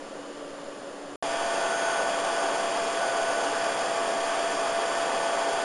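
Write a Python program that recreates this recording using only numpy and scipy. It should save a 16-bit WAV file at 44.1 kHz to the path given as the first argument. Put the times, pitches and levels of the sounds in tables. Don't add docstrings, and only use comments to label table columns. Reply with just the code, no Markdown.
import sys
import numpy as np
from scipy import signal
from scipy.fft import rfft, irfft, next_fast_len
from scipy.io import wavfile
from scipy.ndimage import uniform_filter1d, map_coordinates

SR = 44100
rng = np.random.default_rng(int(sys.argv[2]) if len(sys.argv) > 2 else 0)


def output_pcm(signal):
    pcm = np.clip(np.atleast_2d(signal).T, -1, 1) * 32767
    wavfile.write(sys.argv[1], SR, np.round(pcm).astype(np.int16))


N = 248724
TIME = np.arange(N) / SR
CUT_S, RESUME_S = 1.159, 1.2252
SHAFT_HZ, BALL_HZ = 96.43, 297.72

# frequency in Hz, relative strength in dB.
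RUSH_SPECTRUM = [(50, -58), (80, -32), (120, -28), (200, -15.5), (310, -11.5), (400, -3), (680, 0.5),
                 (870, 0.5), (1000, -3.5), (1130, -2.5), (1350, -8), (1650, -7), (2150, -16), (3000, -33),
                 (6000, -48)]
# frequency in Hz, relative strength in dB.
HISS_SPECTRUM = [(1000, -37), (2200, -1.5), (2450, 5), (2750, 1.5), (3400, 2.5), (4000, -8.5), (4450, -2),
                 (5000, -1), (5850, -5), (6400, -3), (7300, -3), (8900, -4), (10200, -9), (10800, -8.5)]
def cooler_fan(rush_db=-30.5, hiss_db=-37.5, buzz_db=-48, near_s=1.68):
    approach_db = np.interp(TIME, [RESUME_S, near_s], [-2, 0])
    clock = TIME + np.cumsum(0.00012 * wobble(2) + 0.000303 * wobble(14)) / SR
    pulsing = 1 + 0.04 * np.sin(2 * np.pi * SHAFT_HZ * clock)
    eddies_db = 0.18 * wobble(14) + wobble(150)
    rush = amp(rush_db + approach_db) * air(RUSH_SPECTRUM, patchy_db=0.95)
    hiss = amp(hiss_db + 0.46 * approach_db + eddies_db) * air(HISS_SPECTRUM, patchy_db=0.58)
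    low_rumble = rumble(level_db=-56, patchy_db=2)
    rotor = amp(approach_db) * blades(clock) + bearing(clock) + amp(buzz_db) * rotor_buzz(clock)
    return pulsing * (rush + hiss) + low_rumble + rotor + case_whistles()


# vibrations per turn, level in dB once near.
BLADE_TONES = [(1, -74), (2, -65.5), (7, -32), (8, -43.5), (12, -45), (21, -54), (25, -59), (35, -55.5),
               (48, -57.5), (49, -53), (62, -66), (71, -60.5), (76, -52), (90, -54.5), (95, -66),
               (110, -65)]
def blades(clock):
    return sum(amp(db) * tone(round(beats) * SHAFT_HZ, clock, flutter=0.058) for beats, db in BLADE_TONES)


# time in seconds, level in dB.
LOW_WHINE_LEVELS = [(1.28, -48.0), (1.75, -35), (2.0, -36), (2.22, -46), (2.4, -37), (2.8, -48.5),
                    (3.05, -38.5), (3.35, -38.5), (4.15, -48.5), (5.45, -42.5)]
# time in seconds, level in dB.
MIDDLE_WHINE_LEVELS = [(1.35, -46), (1.9, -46), (2.8, -54), (3.5, -55), (4.0, -46.5), (5.5, -47)]
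# pitch in Hz, level in dB relative to the low whine.
BEARING_SIDE_TONES = [(1392, -9), (1454, -9.5), (1584.8, -16), (6214, -19.5), (6513, -12.5), (9490, -15.5),
                      (9787, -24)]
def bearing(clock):
    low_db = np.interp(TIME, *np.transpose(LOW_WHINE_LEVELS))
    middle_db = np.interp(TIME, *np.transpose(MIDDLE_WHINE_LEVELS))
    high_db = -49 + 0.22 * (middle_db - middle_db.mean())
    whines = sum(amp(db) * tone(multiple * BALL_HZ, clock, flutter=0.16)
                 for multiple, db in [(5, low_db), (6, middle_db), (11, high_db)])
    side_tones = sum(amp(db) * tone(hz, clock, flutter=0.21) for hz, db in BEARING_SIDE_TONES)
    return whines + amp(low_db) * side_tones


def rotor_buzz(clock):
    flaws = rng.standard_normal(round(SR / SHAFT_HZ))
    position = clock * SHAFT_HZ % 1 * len(flaws)
    return coloured_by(map_coordinates(flaws, [position], mode="grid-wrap"), HISS_SPECTRUM)


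# frequency in Hz, relative strength in dB.
WHOOSH_SPECTRUM = [(40, -49), (80, -47), (115, -22), (160, -16), (230, -9), (400, -5), (560, 0),
                   (800, -9.5), (1200, -12), (1800, -15.5), (2150, -22), (3400, -21), (4000, -27.5),
                   (4450, -23.5), (5800, -29), (7200, -23.5), (11000, -32.5)]
# pitch in Hz, level in dB, width of the pitch drift in Hz.
CASE_BLADE_TONES = [(288.7, -49, 3.5), (359.4, -58, 4.9), (554, -51.5, 10.24), (1155, -57.5, 12.9),
                    (2880, -65, 13), (3010, -68.5, 5.1), (5100, -69, 12.6), (6900, -85, 15)]
def case_fans(whoosh_db=-40):
    whoosh = amp(whoosh_db) * air(WHOOSH_SPECTRUM, patchy_db=0.4)
    return whoosh + wandering(CASE_BLADE_TONES, flutter=0.34) + rumble(level_db=-57, patchy_db=1)


# pitch in Hz, level in dB, width of the pitch drift in Hz.
WHISTLES = [(2960, -56, 3.9), (5040, -64, 3.1)]
def case_whistles():
    return wandering(WHISTLES, flutter=0.11)


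# frequency in Hz, relative strength in dB.
RUMBLE_SPECTRUM = [(8, 7.5), (24, -8.5), (45, -29.5), (70, -32), (150, -60)]
def rumble(level_db, patchy_db):
    return amp(level_db) * air(RUMBLE_SPECTRUM, patchy_db)


# start in seconds, level in dB.
PLASTIC_TICKS = [(0.617, -47), (3.334, -34), (3.447, -38)]
# frequency in Hz, relative strength in dB.
TICK_SPECTRUM = [(800, -17), (2500, -3), (3800, 2), (6000, -6), (10500, -10), (12000, -60)]
def handling_ticks(fade_s=0.028):
    bursts = sum((TIME >= start) * amp(db - 60 * np.abs(TIME - start) / fade_s)
                 for start, db in PLASTIC_TICKS)
    return bursts * air(TICK_SPECTRUM, patchy_db=7)


def mains_hum(hum_hz=120, level_db=-69, rise_db=5.5):
    return amp(level_db + rise_db * (TIME >= RESUME_S)) * tone(hum_hz, TIME, flutter=0.51)


def air(spectrum, patchy_db):
    bands = signal.stft(rng.standard_normal(N), nperseg=512)[2]
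    patches = uniform_filter1d(rng.standard_normal(bands.shape), size=6, axis=0)
    patches = uniform_filter1d(patches, size=12, axis=1)
    noise = signal.istft(bands * amp(patchy_db * unit(patches)), nperseg=512)[1][:N]
    return coloured_by(noise, spectrum)


def tone(hz, clock, flutter):
    shake = 1 + flutter * (wobble(35) + 1j * wobble(35))
    return unit(np.real(shake * np.exp(2j * np.pi * (hz * clock + rng.random()))))


def wandering(tones, flutter):
    total = np.zeros(N)
    for hz, db, width_hz in tones:
        drift_s = np.cumsum(wobble(12)) / SR * width_hz / (2 * hz)
        total += amp(db) * tone(hz, TIME + drift_s, flutter)
    return total


def wobble(rate):
    points = rng.standard_normal(1024)
    coarse = TIME[::64]
    return np.interp(TIME, coarse, map_coordinates(points, [coarse * rate + 2], mode="wrap"))


def coloured_by(x, spectrum):
    hz, db = np.transpose(spectrum)
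    return unit(filtered(x, lambda f: amp(np.interp(np.log(f + 1), np.log(hz), db))))


def filtered(x, response):
    size = next_fast_len(N + SR // 4)
    return irfft(rfft(x, size) * response(np.fft.rfftfreq(size, 1 / SR)), size)[:N]


def amp(db):
    return 10 ** (np.asarray(db) / 20)


def unit(x):
    return x / np.sqrt(np.mean(x ** 2) + 1e-20)


def scene():
    mono = case_fans() + mains_hum() + (TIME >= RESUME_S) * cooler_fan() + handling_ticks()
    return np.array([mono, mono])


def record(dry):
    notch_hz, width_hz, depth_db, top_hz = 8000, 320, -23.5, 10870
    notched = filtered(dry[0], lambda f: amp(depth_db * np.exp(-((f - notch_hz) / width_hz) ** 2)))
    sound_on = (TIME < CUT_S) | (TIME >= RESUME_S)
    mono = filtered(notched * sound_on, lambda f: 1 / np.hypot(1, (f / top_hz) ** 400))
    return np.array([mono, mono])


dry = scene()
out = record(dry)
output_pcm(out)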